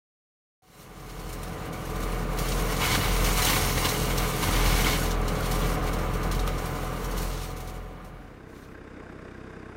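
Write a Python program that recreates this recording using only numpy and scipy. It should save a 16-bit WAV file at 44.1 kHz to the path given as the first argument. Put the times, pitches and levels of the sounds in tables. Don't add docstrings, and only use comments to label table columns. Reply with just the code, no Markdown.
import sys
import numpy as np
from scipy import signal
from scipy.fft import rfft, irfft, next_fast_len
from scipy.io import wavfile
from scipy.ndimage import uniform_filter1d, map_coordinates

SR = 44100
rng = np.random.default_rng(int(sys.argv[2]) if len(sys.argv) > 2 else 0)


def int16_out(signal):
    q = np.round(np.clip(np.atleast_2d(signal).T, -1, 1) * 32767)
    wavfile.write(sys.argv[1], SR, q.astype(np.int16))


def rack_gain(trim_db):
    fader = np.asarray(trim_db, float)
    return 10 ** (fader / 20)


N = 430416
TIME = np.arange(N) / SR

# (time [s], low edge [Hz], high edge [Hz], level [dB])
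STEREO_FLECKS = [
    (1.072, 5000, 14500, -66),
    (2.188, 6230, 7700, -60),
    (2.866, 11600, 14000, -47),
    (3.842, 7500, 11200, -44),
    (3.843, 4100, 5140, -47),
    (4.3, 10600, 14700, -48),
    (4.975, 6900, 8360, -46),
    (7.996, 13000, 15300, -75),
]
# (time [s], gain [ratio])
CAB_FADER = [(.62, 0.0079), (2.7, 0.88), (5.8, 1), (6.4, 0.77), (7.1, 0.6), (7.5, 0.37), (8.0, 0.18),
             (8.45, 0.069), (8.9, 0.025)]

# (time [s], level [dB])
FAR_LEVEL = [(7.3, -73), (7.8, -76), (8.2, -51), (8.4, -50), (8.7, -48), (9.0, -46), (9.4, -45.5),
             (9.76, -45.5)]
# (multiple of the firing rate [ratio], level [dB])
THUMP_ORDERS = [(1, 3), (2, 8), (3, 7), (4, -1), (5, 2), (6, 1.5), (7, 2), (8, -3)]
# (multiple of the firing rate [ratio], level [dB])
PIPE_ORDERS = [(9, 2.5), (10, 1), (11, 0), (12, -17), (13, -23), (14, 2), (15, -17), (16, -2), (18, -10),
               (20, -3)]
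# (frequency [Hz], density [dB per Hz])
CLATTER_COLOUR = [(400, -50), (580, -14), (630, -11), (920, -15), (1550, -12.5), (2500, -21.5), (3000, -29),
                  (3900, -58)]
# (frequency [Hz], density [dB per Hz])
HISS_COLOUR = [(2000, -34), (2800, -17), (3300, -6), (4200, -11), (6000, -10.5), (9000, -15), (11000, -23),
               (13000, -45), (16000, -60)]
# (frequency [Hz], density [dB per Hz])
PANEL_COLOUR = [(40, -60), (100, -11), (150, -3.5), (310, -2), (390, -4), (450, -1.5), (560, -13),
                (700, -53)]
# (frequency [Hz], density [dB per Hz])
TOP_TREBLE_COLOUR = [(8000, -60), (10000, -4), (12000, 0), (13500, -5), (15500, -8), (17000, -60)]
# (frequency [Hz], width [Hz], level [dB])
BONNET_RESONANCES = [(1070, 20, 7.5), (1590, 83, 1.5), (2370, 200, 0.5), (3650, 100, 8.5), (4880, 280, 6)]
# (time [s], peak level [dB])
TAPPET_KNOCKS = [(8.4032, -40), (8.5888, -46), (8.7484, -35), (8.8761, -40), (8.938, -49), (9.0004, -50),
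                 (9.0634, -47), (9.0946, -41), (9.3491, -37), (9.4429, -47), (9.5036, -42), (9.5321, -39),
                 (9.6264, -55), (9.6593, -46)]

# (time [s], level [dB])
SQUEAL_LEVEL = [(8.11, -91), (8.15, -72), (8.19, -84), (8.23, -86), (8.27, -86), (8.45, -94.5)]

# (time [s], firing rate [Hz])
FIRING_RATE = [(.9, 42.7), (1.5, 42.76), (1.8, 42.61), (2.1, 42.2), (2.7, 42.92), (3.0, 42.77),
               (3.45, 42.3), (3.9, 42.16), (4.5, 42.22), (5.25, 41.87), (5.7, 41.96), (6.3, 42.7),
               (6.6, 42.76), (6.9, 42.62), (7.5, 42.8), (8.4, 42.82)]
# (multiple of the firing rate [ratio], level over the drone [dB])
FIRING_ORDERS = [(3, -3.5), (4, -8.5), (5, -14.5), (10, -7.5), (11, -11.5), (12, -11.5), (13, -15.5),
                 (14, -16), (15, -24), (19, -24), (24, -29)]
# (multiple of the firing rate [ratio], level over the drone [dB])
UNEVEN_ORDERS = [(2.663, -16), (3.263, -10.5), (3.56, -25), (4.203, -12.5), (4.536, -14.5), (4.78, -24),
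                 (5.67, -17), (10.33, -14), (6.56, -20), (3.766, -8), (28, -14)]
# (frequency [Hz], density [dB per Hz])
BLOCK_COLOUR = [(29, -29), (50, 1), (86, -9.5), (150, -0.5), (225, -6.5), (318, -9.5), (371, -11),
                (433, -6.5), (687, -12), (742, -14), (900, -13), (1220, -11.5), (1600, -18), (5000, -37),
                (6500, -63), (11000, -120)]
# (frequency [Hz], width [Hz], level [dB])
CAB_RESONANCES = [(287, 21, 4), (746, 23, 7), (1027, 19, 5.5), (1180, 95, 2.5), (1475, 17, 5.5),
                  (2120, 240, 3.5), (2245, 28, 5), (2890, 230, 4), (4110, 410, 2.5), (4960, 180, -5),
                  (5390, 200, 0.5), (6330, 160, 1), (7700, 170, -6), (9400, 400, 1), (10460, 150, -5.5)]
# (time [s], rotor share [0-1], engine load [dB])
ROTOR_BEATS = [(.83, 0.6, 0.5), (1.75, 0.2, -5.5), (2.25, 0.26, 3.5), (2.93, 0.1, 1.5), (3.46, 0.3, 1),
               (3.9, 0.26, -0.5), (4.36, 0.35, 0), (4.87, 0.24, 3), (5.5, 0.1, 2.5), (6.69, 0.54, -0.5),
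               (7.65, 0, 2.5), (8.4, 0, -3), (9.5, .2, -4)]
# (time [s], loss [dB])
BOOM_JOLTS = [
    (1.13, 1),
    (2.87, 7),
    (3.01, 10),
    (5.38, 7),
    (5.58, 1),
    (5.79, 5),
]
# (time [s], second order level [dB], upper orders level [dB])
ENGINE_STRAIN = [(.8, -4, -1.5), (1.5, 2.5, -1), (2.0, -1, 0), (2.6, -11, -2.5), (3.0, -1, -0.5),
                 (3.6, 0, -2), (4.0, 0, 0), (4.5, 0.5, -0.5), (5.5, -1, -0.5), (6.4, 3.5, -2),
                 (7.0, -3, -1.5), (7.6, 5.5, -2), (8.2, -1, -1.5)]
# (time [s], pitch [Hz], level [dB])
PUMP_WHINE = [(.7, 748, -66), (1.1, 748, -55), (1.6, 745, -50), (2.1, 737, -48), (2.6, 745, -46),
              (2.95, 744, -45), (3.3, 733, -43), (3.65, 731, -44), (4.2, 740, -46), (4.7, 740, -46),
              (5.2, 738, -46), (5.7, 735, -47), (6.3, 742, -45), (7.0, 741, -45), (7.6, 744, -51),
              (8.3, 746, -61)]
# (time [s], level [dB])
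PUMP_ORDER_LEVEL = [(.8, 0.5), (2.0, 3), (2.8, -4), (4.0, 0), (4.8, 1), (5.5, -10), (6.2, 0.5), (6.8, 0.5),
                    (8.0, -2)]

# (time [s], level at full fader [dB])
GROWTH_FEED = [(.62, -35.5), (.9, -43.5), (1.3, -42.5), (1.55, -47.5), (1.68, -47.5), (2.05, -46),
               (2.36, -48.5), (2.42, -41), (2.75, -42.5), (3.2, -39.5), (3.55, -31), (3.72, -36),
               (3.95, -36), (4.1, -40), (4.85, -38.5), (5.05, -40), (5.15, -54.5), (5.56, -42.5),
               (5.8, -51.5), (6.42, -51), (6.6, -48), (7.6, -46), (7.77, -47.5), (7.85, -55)]
# (time [s], half length [s], loss [dB])
GROWTH_GAPS = [
    (1.6, .03, 0.5),
    (1.705, .018, 8),
    (2.265, .035, 5),
    (3.748, .012, 4),
    (4.13, .025, 1),
    (4.32, 0.01, 1),
    (7.55, .012, 6),
    (7.728, .012, 4),
]
# (time [s], peak level [dB], stalk crack [dB])
STALK_BITES = [(0.9981, -44, -11), (1.0939, -39, -7), (1.1922, -37, -17), (1.289, -35, -14),
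               (1.3259, -31.5, -16), (1.4292, -31, -19), (1.4775, -39, -17), (1.652, -39, -11),
               (1.727, -33.5, -15), (1.8502, -34, -19), (1.8961, -35, -15), (1.9555, -35, -11),
               (2.0014, -34, -15), (2.025, -32, -11), (2.118, -34, -11), (2.371, -33, -11),
               (2.3846, -22, -14), (2.4818, -24.5, -11), (2.5177, -29.5, 0), (2.7164, -31, -6),
               (2.7634, -28, 2), (2.8504, -35, -11), (2.9003, -21, -18), (2.9472, -22, 2),
               (3.1614, -23, -7), (3.2415, -19, -18), (3.3712, -20, -12), (3.4194, -18, -13),
               (3.4466, -14, -23), (3.4954, -21, -11), (3.8484, -28, 6), (3.8834, -22, -3),
               (4.1754, -22, -6), (4.4234, -27, -11)]
# (time [s], peak level [dB], stalk crack [dB])
SHOOT_SNIPS = [(4.6524, -26, -16), (5.0554, -27, -9), (5.1053, -27.5, 1), (5.279, -27.5, -7),
               (5.3514, -35, 0), (5.3991, -36, -6), (5.5104, -22.5, -17), (5.8634, -38, -10),
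               (5.9299, -30, -6), (5.9854, -33.5, -10), (6.1345, -31, -16), (6.2282, -30, -6),
               (6.312, -26.5, -1), (6.345, -31, -6), (6.392, -31, 1), (6.463, -37, -10), (6.4754, -40, -11),
               (6.5784, -32, -6), (6.6544, -29.5, -16), (7.0414, -31, -14), (7.1077, -32, -13),
               (7.166, -35, -12), (7.1746, -27, -20), (7.2154, -31, -20), (7.3274, -37, -6),
               (7.3714, -38, 3), (7.4304, -36, 0), (7.5004, -40, 2), (7.5637, -37, -10), (7.6011, -34, -21),
               (7.6715, -38, -7), (7.694, -41, -10), (7.7393, -49, -14), (8.0441, -47, -10),
               (5.425, -32, -1), (5.452, -33, -2)]
# (time [s], half length [s], level [dB])
THICK_BRANCHES = [(1.283, .06, -53), (1.716, 0.077, -50), (2.458, 0.06, -35.5), (2.728, 0.042, -31),
                  (2.814, 0.021, -27), (2.858, 0.034, -24), (2.935, 0.05, -23), (3.065, 0.088, -27),
                  (3.297, 0.054, -28), (3.39, 0.025, -27.5), (3.484, 0.044, -23.5), (3.78, 0.019, -27),
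                  (3.859, 0.016, -23), (4.108, 0.013, -29), (4.227, 0.04, -31.5), (4.435, 0.019, -26.5),
                  (4.48, 0.022, -26), (4.573, 0.058, -26.5), (4.69, 0.045, -28), (4.773, 0.044, -26),
                  (4.866, 0.057, -25.5), (4.94, 0.039, -30.5), (5.28, 0.38, -44), (5.628, 0.039, -35.5),
                  (5.883, 0.016, -31.5), (6.305, .1, -55), (6.483, 0.018, -32), (7.186, .04, -43)]
# (time [s], half length [s], level [dB])
LEAFY_BUNCHES = [(0.813, 0.028, -56), (3.267, 0.019, -39), (5.71, 0.056, -48), (6.844, 0.13, -68),
                 (7.23, 0.037, -42.5), (7.294, 0.044, -51), (7.43, 0.041, -49), (8.075, .025, -63.5),
                 (8.51, 0.027, -72), (8.605, 0.073, -61.5), (8.72, .03, -72)]
# (time [s], half length [s], level [dB])
STALK_MASSES = [
    (2.896, 0.064, -37),
    (4.688, 0.045, -38.5),
    (4.774, 0.055, -43),
    (4.89, 0.059, -38),
    (7.2, .04, -54),
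    (7.36, 0.11, -48),
    (8.6, .07, -67),
]
# (time [s], level [dB], ring pitch [Hz])
WOOD_BLOWS = [(2.2449, -39, 1210.0), (2.3333, -32, 980), (2.3846, -34, 1400), (2.5193, -36, 1130.0),
              (2.5582, -38, 1110.0), (2.599, -31, 1130.0), (2.622, -24, 1120), (2.8527, -21, 2500.0),
              (2.8755, -22.0, 2180), (2.954, -21, 1590.0), (3.0301, -33, 1250.0), (3.244, -28, 1210.0),
              (3.387, -39, 1200.0), (3.4192, -22, 4100.0), (3.4695, -19, 2940), (3.4746, -26, 1490),
              (3.485, -24, 1050), (3.496, -30, 1120), (3.775, -41, 2060.0), (3.8127, -26.0, 1010),
              (3.8482, -34, 2960), (3.8603, -28, 990.0), (3.8981, -30, 4150.0), (3.948, -26, 3000),
              (4.01, -31.0, 3000.0), (4.0234, -45, 1040.0), (4.1775, -34, 5560), (4.3067, -26, 1247),
              (4.3471, -35, 2270.0), (4.439, -18, 1020), (4.51, -22, 1210), (4.7263, -27, 2290),
              (4.846, -19, 3070), (4.853, -39, 2200), (5.0206, -26, 1484), (5.0655, -34, 1070.0),
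              (5.1084, -26, 1630), (5.2151, -31, 1170.0), (5.4067, -25, 1390), (5.744, -28, 1160.0),
              (5.841, -31, 1130.0), (6.311, -34, 1210), (6.4762, -23, 1260.0), (5.279, -33, 4100),
              (6.3125, -39, 5800), (6.347, -40, 4000), (6.3935, -34, 3700), (6.4765, -31, 3500),
              (6.483, -35, 2500)]
# (frequency [Hz], density [dB per Hz])
SPRAY_COLOUR = [(1470, -11.5), (2500, -8), (4240, -7), (4910, -4.5), (8580, -6.5), (10600, -8), (15000, -9),
                (15600, -8)]
# (frequency [Hz], density [dB per Hz])
STALK_COLOUR = [(1500, -40), (2600, -5.5), (3500, 4.5), (6000, 1), (8000, -2), (11000, -40)]
# (frequency [Hz], density [dB per Hz])
WOOD_COLOUR = [(470, -19), (800, -0.5), (1020, 0.5), (1730, -4.5), (2200, -1.5), (2570, -8), (2910, -5.5),
               (4940, -8.5), (8000, -18.5), (10400, -48), (17600, -120)]
# (frequency [Hz], density [dB per Hz])
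THUD_COLOUR = [(40, -62), (70, -4), (98, -2), (130, -22), (300, -12), (500, -34.5)]


def unit(x):
    return x / np.sqrt(np.mean(x ** 2) + 1e-20)


def curves(rows):
    s, *cols = np.transpose(rows)
    return [np.interp(TIME, s, c) for c in cols]


def swells(rows):
    return sum(h * np.exp(-((TIME - s) / w) ** 2) for s, w, h in rows)


def wobble(rate):
    return map_coordinates(rng.standard_normal(int(N * rate / SR) + 4), [TIME * rate], order=1)


def coloured(x, spectrum, bumps):
    size = next_fast_len(N + 8192)
    hz = np.fft.rfftfreq(size, 1 / SR)
    f, db = np.transpose(spectrum)
    shape_db = np.interp(np.log(hz + 1), np.log(f + 1), db)
    shape_db += sum(b / (1 + ((hz - c) / w) ** 2) for c, w, b in bumps)
    return unit(irfft(rfft(x, size) * rack_gain(shape_db), size)[:N])


def orders(table, turns, unsteady_db, slip, lag, saw):
    sound = np.zeros(N)
    for k, db in table:
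        level = np.sqrt(2) * rack_gain(db + unsteady_db * wobble(5))
        wander = slip * np.sqrt(k) * wobble(7)
        sound -= level * np.cos(2 * np.pi * k * turns - saw * np.pi / 2 - lag * k * k + wander)
    return sound


def gated(turns, depth_db, sharp, scatter):
    cycle = np.floor(turns + .5).astype(int)
    first = cycle[0]
    strength = 1 + scatter * rng.standard_normal(cycle[-1] - first + 1)[cycle - first]
    swell = (.5 + .5 * np.cos(2 * np.pi * turns)) ** sharp
    return rack_gain(depth_db * strength * swell) * rng.standard_normal(N)


def chips(scatter_db, ring_db, patch_db):
    strength = rack_gain(scatter_db * (wobble(900) + 0.95 * wobble(60)))
    z = signal.stft(strength * rng.standard_normal(N), nperseg=1024)[2]
    rings = uniform_filter1d(rng.standard_normal(z.shape), size=4, axis=1)
    patches = uniform_filter1d(rng.standard_normal(z.shape), size=50, axis=0)
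    patches = uniform_filter1d(patches, size=3, axis=1)
    z = z * rack_gain(ring_db * unit(rings) + patch_db * unit(patches))
    return signal.istft(z, nperseg=1024)[1][:N]


def stereo_flecks():
    side, window = np.zeros(N), signal.windows.tukey(1500, .5)
    for s, low_hz, high_hz, db in STEREO_FLECKS:
        bandpass = signal.butter(6, [low_hz, high_hz], "bandpass", fs=SR, output="sos")
        band = signal.sosfilt(bandpass, rng.standard_normal(len(window)))
        side[round(s * SR) - len(window) // 2:][:len(window)] += rack_gain(db) * unit(band) * window
    return side


def tappet():
    sound, t = np.zeros(N), np.arange(SR // 20) / SR
    for s, db in TAPPET_KNOCKS:
        envelope = rack_gain(db - 4.5 - 60 * t / 0.061) * (1 - np.exp(-t / 0.00093))
        ring = envelope * np.sin(2 * np.pi * rng.normal(1567, 50) * t)
        start = round(s * SR)
        sound[start:][:len(t)] += ring[:N - start]
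    return sound


def far_engine():
    idle_hz, first_thump_s = 31.86, 8.7548
    turns = (TIME - first_thump_s) * idle_hz
    thumps = orders(THUMP_ORDERS, turns, unsteady_db=.7, slip=.05, lag=.027, saw=0)
    thumps += orders(PIPE_ORDERS, turns - .16, unsteady_db=1.5, slip=.07, lag=0, saw=-1.36)
    clatter = gated(turns + .09, depth_db=5.8, sharp=1.6, scatter=.1)
    hiss = gated(turns + 0.17, depth_db=3.5, sharp=1.5, scatter=.2)
    panels = gated(turns - .05, depth_db=3, sharp=1.5, scatter=.1)
    top_treble = chips(scatter_db=0, ring_db=0, patch_db=9)
    mix = unit(thumps)
    mix += rack_gain(-1.6) * coloured(panels, PANEL_COLOUR, [])
    mix += rack_gain(-5.0) * coloured(clatter, CLATTER_COLOUR, BONNET_RESONANCES)
    mix += rack_gain(-43.0) * coloured(top_treble, TOP_TREBLE_COLOUR, [])
    mix += rack_gain(-20.5 + 0.78 * wobble(8.2)) * coloured(hiss, HISS_COLOUR, BONNET_RESONANCES)
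    return rack_gain(curves(FAR_LEVEL)[0]) * mix * (TIME > 7.2) + tappet()


def squeak():
    level = rack_gain(curves(SQUEAL_LEVEL)[0] + 3 * wobble(60))
    tone = np.sin(2 * np.pi * 10150 * TIME + .8 * wobble(150))
    return level * tone * (TIME > 8.1) * (TIME < 8.5)


def cab_boom(turns):
    beats = np.interp(TIME, [row[0] for row in ROTOR_BEATS], np.arange(len(ROTOR_BEATS)))
    share, load_db = curves(ROTOR_BEATS)
    beating = rack_gain(load_db) * abs(1 - share * np.exp(2j * np.pi * beats))
    choke_db = swells([(s, 0.039, loss_db) for s, loss_db in BOOM_JOLTS])
    tone = orders([(0.99, 0)], turns, unsteady_db=2.5, slip=.05, lag=0, saw=0.9)
    return rack_gain(-30 - choke_db) * beating * tone


def pump_whine():
    pump_hz, pump_db = curves(PUMP_WHINE)
    tone = orders([(1, 0)], np.cumsum(pump_hz) / SR, unsteady_db=2, slip=.9, lag=0, saw=0)
    return rack_gain(pump_db - 3) * tone * np.clip((8.5 - TIME) / .3, 0, 1)


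def near_engine():
    drone_db = -33.5
    turns = np.cumsum(curves(FIRING_RATE)[0]) / SR
    second_db, upper_db = curves(ENGINE_STRAIN)
    upper = orders(FIRING_ORDERS + UNEVEN_ORDERS, turns, unsteady_db=1.0, slip=.045, lag=.04, saw=1)
    second = orders([(2, -5.5)], turns, unsteady_db=1.2, slip=.06, lag=.04, saw=1)
    pump_order = orders([(7.577, -11)], turns, unsteady_db=1, slip=.04, lag=0, saw=0)
    tones = rack_gain(drone_db + upper_db) * upper + rack_gain(drone_db + second_db) * second
    tones += rack_gain(drone_db + curves(PUMP_ORDER_LEVEL)[0]) * pump_order
    block = coloured(gated(turns, depth_db=0, sharp=1.5, scatter=0.68), BLOCK_COLOUR, CAB_RESONANCES)
    block *= rack_gain(drone_db + 2.0 + 0.68 * wobble(8))
    return (cab_boom(turns) + tones + block) * curves(CAB_FADER)[0] + pump_whine()


def chops():
    sound, t = np.zeros(N), np.arange(SR // 25) / SR
    for s, db, hz in WOOD_BLOWS:
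        ring = np.sin(2 * np.pi * hz * t) + 0.41 * rng.standard_normal(len(t))
        envelope = rack_gain(db + 0.5 - 60 * t / 0.024) * (1 - np.exp(-t / 0.00037))
        sound[round(s * SR):][:len(t)] += envelope * ring
    return sound


def flail():
    feed = rack_gain(curves(GROWTH_FEED)[0] - swells(GROWTH_GAPS)) * curves(CAB_FADER)[0]
    branch = swells([(s, w, rack_gain(db)) for s, w, db in THICK_BRANCHES])
    leaves = swells([(s, w, rack_gain(db)) for s, w, db in LEAFY_BUNCHES])
    crack = swells([(s, w, rack_gain(db)) for s, w, db in STALK_MASSES])
    wood = np.hypot(rack_gain(5) * feed, branch)
    spray = np.hypot(feed * rack_gain(4.5), rack_gain(-12) * branch) * rack_gain(0.58 * wobble(25)) + leaves
    t = np.arange(SR // 4) / SR
    rise = (1 - np.exp(-t / .0015)) ** 2
    for rows, t60_s in ((STALK_BITES, 0.12), (SHOOT_SNIPS, 0.14)):
        burst = rise * rack_gain(-60 * t / t60_s)
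        for s, db, crack_db in rows:
            start = round(s * SR)
            at = slice(start, start + len(t))
            spray[at] = np.hypot(spray[at], rack_gain(db - 6.0) * burst)
            crack[at] = np.hypot(crack[at], rack_gain(db + crack_db - 6.5) * burst)
    twigs = coloured(chips(scatter_db=1.0, ring_db=3.0, patch_db=0.5), SPRAY_COLOUR, CAB_RESONANCES)
    stalks = coloured(chips(scatter_db=-3.5, ring_db=3.2, patch_db=1.0), STALK_COLOUR, CAB_RESONANCES)
    grind = coloured(chips(scatter_db=1.7, ring_db=2.4, patch_db=.8), WOOD_COLOUR, CAB_RESONANCES)
    thud = coloured(rng.standard_normal(N), THUD_COLOUR, [])
    sound = spray * twigs + crack * stalks
    sound += wood * rack_gain(-4.5 + 0.25 * wobble(33)) * grind
    sound += wood * rack_gain(-7.0) * thud + chops()
    return sound * np.clip((8.9 - TIME) / .15, 0, 1)


def scene():
    cab_view = (near_engine() + flail() + squeak()) * (TIME > .621)
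    return cab_view + far_engine() + np.outer([1, -1], stereo_flecks())


def roll_off(x):
    return signal.sosfilt(signal.butter(12, 15750, fs=SR, output="sos"), x)


def record(dry):
    limit = signal.ellip(10, .1, 70, 15750, fs=SR, output="sos")
    return roll_off(signal.sosfilt(limit, dry))


dry = scene()
out = record(dry)
int16_out(out)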